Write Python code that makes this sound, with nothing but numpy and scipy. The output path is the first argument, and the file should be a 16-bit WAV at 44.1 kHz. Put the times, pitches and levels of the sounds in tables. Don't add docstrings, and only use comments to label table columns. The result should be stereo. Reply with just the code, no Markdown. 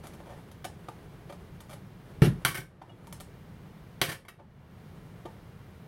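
import sys
import numpy as np
from scipy import signal
from scipy.fft import rfft, irfft, next_fast_len
from scipy.io import wavfile
from scipy.ndimage import uniform_filter1d, minimum_filter1d

SR = 44100
rng = np.random.default_rng(int(sys.argv[2]) if len(sys.argv) > 2 else 0)


def to_wav(sig):
    pcm = np.clip(np.atleast_2d(sig), -1, 1) * 32767
    pcm = np.round(pcm).astype(np.int16)
    wavfile.write(sys.argv[1], SR, pcm.T)


N = 258867

# f/Hz, relative density/dB
ROOM_SPECTRUM = [(15, -42.5), (25, -13), (96, -2.5), (169, -1), (215, -8), (253, -14), (378, -15),
                 (410, -14), (469, -15), (552, -19.5), (703, -20), (1110, -22.5), (2360, -27.5),
                 (7300, -43), (15500, -42)]
RUB_SPECTRUM = [(150, 0.5), (350, 8.5), (800, -3), (1500, -7), (3000, -13.5), (6000, -22), (11000, -19),
                (15500, -33)]
TAP_SPECTRUM = [(120, 15), (400, 7), (850, 11), (1300, -10.5), (2000, -9), (3000, -11.5), (4500, -15),
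                (6500, -17), (10500, -13.5), (15500, -29.5)]
CRUNCH_SPECTRUM = [(150, -3), (350, -0.5), (500, -8), (720, -15.5), (1100, -17), (2000, -18), (3000, -23.5),
                   (7000, -37), (10500, -31), (13000, -34), (15500, -49.5)]
SNAP_SPECTRUM = [(150, -14.5), (400, -5), (750, -6.5), (1100, -4), (1400, 0.5), (1850, 5.5), (2300, 2),
                 (3100, 0), (4000, -4.5), (5000, -4), (6500, -9), (9000, -2.5), (12000, -2.5), (15500, -8)]
# f/Hz, correlation (-1..1)
ROOM_CORRELATION = [(60, 0.85), (150, 0.97), (300, 0.7), (640, 0.44), (1400, .2), (3500, 0), (15000, 0.084)]
NEAR_CORRELATION = [(150, 0.96), (400, 0.99), (1000, 0.79), (3000, 0.46), (8000, 0.087), (15000, 0.165)]
# f/Hz, T60/s
TAP_DECAY = [(150, 0.087), (600, 0.24), (2000, 0.18), (6000, 0.24), (15000, 0.15)]
SNAP_DECAY = [(150, 0.25), (600, 0.31), (2000, 0.25), (4000, 0.24), (9000, 0.24), (15000, 0.17)]
# f/Hz, level/dB, T60/s
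SHROUD_MODES = [(346, -13, 0.16), (400, -16, 0.11), (585, -6, 0.067), (724, -3.5, 0.035), (926, -17.5, 0.3),
                (1199, -12, 0.1), (1817, -18.5, 0.19), (3000, -51, 0.12), (3740, -34.5, 0.12)]
BOARD_MODES = [(50.1, -14.5, 0.49), (98.5, -13.5, 0.53), (139, 1, 0.18), (159, -2.5, 0.18),
               (197.6, -14.5, 0.18), (234.9, -15.5, 0.24), (313.4, -9.5, 0.23), (342, -9.5, 0.054),
               (372, -19.5, 0.24)]
CASE_MODES = [(378.4, -14, 0.2), (535.5, -23.5, 0.45), (696.5, -22.5, 0.2), (1100, -22.5, 0.28),
              (1554, -13.5, .25), (1580, -17.5, 0.19), (1785, -12, 0.12), (2010, -13, 0.13),
              (2203, -14, 0.27), (2290, -6, 0.14), (2260, -12, 0.23), (3083, -28, 0.1), (5200, -21, 0.15),
              (8800, -17, .2), (10900, -17, 0.15), (11850, -22, .18)]
LATCH_MODES = [(1126, -24, .25), (1176, -19.5, .12), (1397, -20.5, .1), (3070, -19.5, .16)]
SLOT_MODES = [(1144, -19, 0.048), (1410, -28, 0.1), (1930, -16, 0.089), (2076, -21, 0.1)]
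# t/s, duration/s, level/dB
STROKES = [(0, 0.42, -58.5), (0.762, 0.7, -61), (2.103, 0.96, -58.5), (4.346, 0.071, -64),
           (4.98, 0.38, -65.5)]
# t/s, contact/s, level/dB, brightness/dB
TAPS = [(.03, .035, -56.5, -2), (.07, 0.0018, -60.5, 7), (.135, 0.01, -62, 0.5),
        (.203, 0.0034, -66.5, -13.5), (.259, 0.069, -60.5, -6.5), (.514, .006, -62.5, 1.5),
        (.644, 0.0083, -44.5, -1), (.885, 0.006, -52, -7.5), (1.295, 0.01, -55.5, -7.5),
        (1.325, 0.0071, -57, -5), (1.604, 0.0097, -58.5, 2), (1.687, 0.033, -55.5, 0),
        (1.727, 0.012, -54.5, 0), (2.816, 0.0082, -53, -7.5), (2.894, 0.011, -61.5, -7.5),
        (3.071, 0.0013, -60.5, 3), (3.126, .004, -54, 7), (3.201, 0.012, -54, 4), (4.387, 0.019, -60, -12),
        (5.254, 0.0081, -55.5, -9.5)]
# t/s, f/Hz, level/dB
SHORT_NOTES = [(2.818, 880, -39), (2.894, 2880, -44), (2.917, 3340, -53), (3.075, 925, -43.5),
               (4.392, 890, -45), (5.252, 351, -34)]
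# t/s, level/dB
BUMPS = [(2.184, -38.5), (2.2745, -18), (2.488, -27), (2.586, -28.5), (4.085, -25.5)]
# t/s, contact/s, level/dB, brightness/dB
GRAZES = [(4.249, 0.0027, -55, -3), (4.282, 0.0052, -42, 4)]
# t/s, level/dB, delay until the card rebounds/s
SNAPS = [(2.4495, -19.5, 0.094), (4.0147, -18, 0.074)]
# f/Hz, Q
MICROPHONE_DIPS = [(2560, 28), (7520, 58)]

GIVE_S = 2.219


def from_db(db):
    return 10 ** (np.asarray(db) / 20)


def unit_rms(x):
    return x / np.sqrt(np.mean(x ** 2) + 1e-20)


def at_hz(points, hz):
    table = np.array(points)
    return np.interp(np.log(hz), np.log(table[:, 0]), table[:, 1])


def butter(x, hz, kind, order=2):
    return signal.sosfilt(signal.butter(order, hz, kind, fs=SR, output="sos"), x)


def crossover(x, hz):
    return [butter(butter(x, hz, kind), hz, kind) for kind in ("low", "high")]


def add(track, start_s, sound):
    start = round(start_s * SR)
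    track[..., start:start + sound.shape[-1]] += sound[..., :N - start]


def drift(knots_per_s):
    knots = rng.standard_normal(int(N / SR * knots_per_s) + 2)
    return unit_rms(np.interp(np.arange(N) / SR * knots_per_s, np.arange(len(knots)), knots))


def stereo_noise(spectrum, correlation, size):
    padded = next_fast_len(size, real=True)
    hz = np.maximum(np.fft.rfftfreq(padded, 1 / SR), 1)
    mid, side = np.exp(2j * np.pi * rng.random((2, len(hz))))
    alike = np.clip(at_hz(correlation, hz), -1, 1)
    both = np.sqrt(1 + alike) * mid + np.sqrt(1 - alike) * side * [[1], [-1]]
    return unit_rms(irfft(both * from_db(at_hz(spectrum, hz)), padded)[:, :size])


def ringing(modes, t):
    return sum(from_db(db - 60 * t / t60) * np.sin(2 * np.pi * hz * t) for hz, db, t60 in modes)


def knock(hz, db, t60):
    return ringing([(hz, db, t60)], np.arange(SR // 2) / SR)


def impulse_response(spectrum, decay, modes, crack_db, crack_s, modes_db):
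    t = np.arange(SR // 2) / SR
    noise = rfft(stereo_noise(spectrum, NEAR_CORRELATION, len(t)))
    hz = np.maximum(np.fft.rfftfreq(len(t), 1 / SR), 1)
    centres_hz, t60s = zip(*decay)
    crack = from_db(crack_db) * np.exp(-t / crack_s)
    out = from_db(modes_db) * ringing(modes, t)
    for share, t60 in zip(np.eye(len(decay)), t60s):
        band = irfft(noise * np.interp(np.log(hz), np.log(centres_hz), share), len(t))
        out = out + band * (from_db(-60 * t / t60) + crack)
    return out


def contact_force(length_s, slips_per_s, touch_s):
    t = np.arange(SR // 8) / SR
    slips = rng.standard_normal(len(t)) * (rng.random(len(t)) < slips_per_s / SR)
    force = slips * np.exp(-(t / length_s - .5) ** 2 * 2)
    force[0] = touch_s / length_s
    return force / np.sqrt(np.sum(force ** 2))


def contacts(events, response, slips_per_s, touch_s):
    body, upper = crossover(butter(response, 230, "high"), 1300)
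    clack, click = crossover(upper, 5000)
    out = np.zeros((2, N))
    for start_s, length_s, level_db, bright_db in events:
        force = contact_force(length_s, slips_per_s, touch_s)[None]
        for tilt, band in zip((-1, 0, 1), (body, clack, click)):
            sound = signal.fftconvolve(band, force, axes=1)
            onset_rms = np.std(sound[:, :SR // 25])
            add(out, start_s, from_db(level_db + tilt * bright_db) * sound / onset_rms)
    return out


def room_noise(level_db):
    return from_db(level_db) * stereo_noise(ROOM_SPECTRUM, ROOM_CORRELATION, N)


def rubbing(grip_db, attack_s, release_s, uneven_db):
    t = np.arange(N) / SR
    envelope = from_db(grip_db)
    for start_s, length_s, db in STROKES:
        swell = np.minimum(1 + (t - start_s) / attack_s, 1 - (t - start_s - length_s) / release_s)
        envelope = envelope + from_db(db) * np.clip(swell, 0, 1)
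    return envelope * from_db(uneven_db * drift(45)) * stereo_noise(RUB_SPECTRUM, NEAR_CORRELATION, N)


def skin_catches(per_s, contact_s, below_db, bright_db):
    events = []
    for start_s, length_s, db in STROKES:
        for k, (jitter, weakness) in enumerate(rng.random((12, 2))):
            after_s = (k + jitter) / per_s
            if after_s < length_s:
                events.append((start_s + after_s, contact_s, db - below_db - 4 * weakness, bright_db))
    return events


def finger_taps():
    shroud = impulse_response(TAP_SPECTRUM, TAP_DECAY, SHROUD_MODES,
                              crack_db=5, crack_s=0.0028, modes_db=0)
    catches = skin_catches(per_s=11, contact_s=0.025, below_db=14, bright_db=-1)
    return contacts([*TAPS, *catches], shroud, slips_per_s=1300, touch_s=0.0086)


def short_rings(rise_s, note_t60):
    t = np.arange(SR // 4) / SR
    onset = 1 - np.exp(-t / rise_s)
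    out = np.zeros(N)
    for snap, modes in zip(SNAPS, (LATCH_MODES, SLOT_MODES)):
        add(out, snap[0], ringing(modes, t) * onset)
    for start_s, hz, db in SHORT_NOTES:
        add(out, start_s, ringing([(hz, db, note_t60)], t) * onset)
    return out


def board_thuds(push_s, recoil_db, boom_db, boom_t60):
    judder = [(GIVE_S + k * 0.0055, -9 - k * 10.5) for k in range(3)]
    recoil = [(snap[0], recoil_db) for snap in SNAPS]
    pulse = np.hanning(round(push_s * SR))
    force = np.zeros(N)
    for start_s, db in [*BUMPS, *judder, *recoil]:
        add(force, start_s, from_db(db) * pulse / pulse.sum())
    t = np.arange(SR) / SR
    boom = unit_rms(butter(stereo_noise(ROOM_SPECTRUM, NEAR_CORRELATION, len(t)), [90, 533], "band"))
    boom_envelope = from_db(boom_db - 60 * t / boom_t60) * (1 - np.exp(-t / 0.0056))
    response = ringing(BOARD_MODES, t) + boom_envelope * boom
    thuds = signal.fftconvolve(force[None], response, axes=1)[:, :N]
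    return butter(thuds, 64, "high")


def contact_strip():
    crunch = impulse_response(CRUNCH_SPECTRUM, SNAP_DECAY, BOARD_MODES,
                              crack_db=6.5, crack_s=0.015, modes_db=-10.5)
    crunch += knock(hz=756, db=2.5, t60=0.019)
    # t/s, contact/s, level/dB, brightness/dB
    crack = (GIVE_S, 0.003, -33.5, -9.5)
    grate = (GIVE_S + 0.006, 0.031, -37.5, -4)
    return contacts([crack, grate], crunch, slips_per_s=1800, touch_s=0.01)


def snaps(skid_gap_s, skid_loss_db, rebound_gap_s, rebound_loss_db):
    case = impulse_response(SNAP_SPECTRUM, SNAP_DECAY, CASE_MODES,
                            crack_db=7, crack_s=0.0069, modes_db=1.5)
    case += knock(hz=1097, db=2, t60=0.0098)
    events = []   # t/s, contact/s, level/dB, brightness/dB
    for start_s, db, flight_s in SNAPS:
        blow = (start_s, 0.0009, db, 5.5)
        skids = [(start_s + 0.017 + k * skid_gap_s, 0.023, db - 11 - k * skid_loss_db, 7.5)
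                 for k in range(2)]
        rebounds = [(start_s + flight_s + k * rebound_gap_s, 0.013,
                     db - 12.5 - k * k * rebound_loss_db, 5.5) for k in range(3)]
        events += [blow, *skids, *rebounds]
    return contacts([*events, *GRAZES], case, slips_per_s=3100, touch_s=0.0016)


def from_left(x, lag_s, pan_db):
    size = next_fast_len(N + 64, real=True)
    delay = np.exp(-2j * np.pi * np.fft.rfftfreq(size, 1 / SR) * lag_s)
    right = irfft(rfft(x[1], size) * delay, size)[:N]
    return np.array([x[0] * from_db(pan_db), right * from_db(-pan_db)])


def scene():
    room = room_noise(level_db=-48)
    near = rubbing(grip_db=-68, attack_s=0.11, release_s=0.17, uneven_db=2.5)
    near += finger_taps()
    near += short_rings(rise_s=0.00093, note_t60=0.1)
    near += board_thuds(push_s=0.0025, recoil_db=-22, boom_db=-8.5, boom_t60=0.32)
    near += contact_strip()
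    near += snaps(skid_gap_s=0.034, skid_loss_db=10.5, rebound_gap_s=0.026, rebound_loss_db=3.5)
    return room + from_left(near, lag_s=54e-6, pan_db=0.4)


def gain_control(x, threshold_db, hold_s, release_db_per_s, treble_ratio):
    power = uniform_filter1d(np.mean(butter(x, 1000, "high") ** 2, axis=0), SR // 200)
    over_db = np.maximum(10 * np.log10(np.abs(power) + 1e-12) - threshold_db, 0)
    half = round(hold_s * SR / 2)
    held_db = -minimum_filter1d(-over_db, 2 * half + 1, origin=half)
    ramp_db = release_db_per_s * np.arange(N) / SR
    cut_db = uniform_filter1d(np.maximum.accumulate(held_db + ramp_db) - ramp_db, SR // 1000)
    low = butter(x, 3000, "low", order=1)
    return low * from_db(-cut_db) + (x - low) * from_db(-cut_db * treble_ratio)


def record(dry):
    for hz, q in MICROPHONE_DIPS:
        dry = signal.lfilter(*signal.iirnotch(hz, q, fs=SR), dry)
    out = gain_control(dry, threshold_db=-12.5, hold_s=0.32, release_db_per_s=18.5, treble_ratio=2.16)
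    return signal.sosfilt(signal.ellip(10, .2, 80, 15800, fs=SR, output="sos"), out)


dry = scene()
out = record(dry)
to_wav(out)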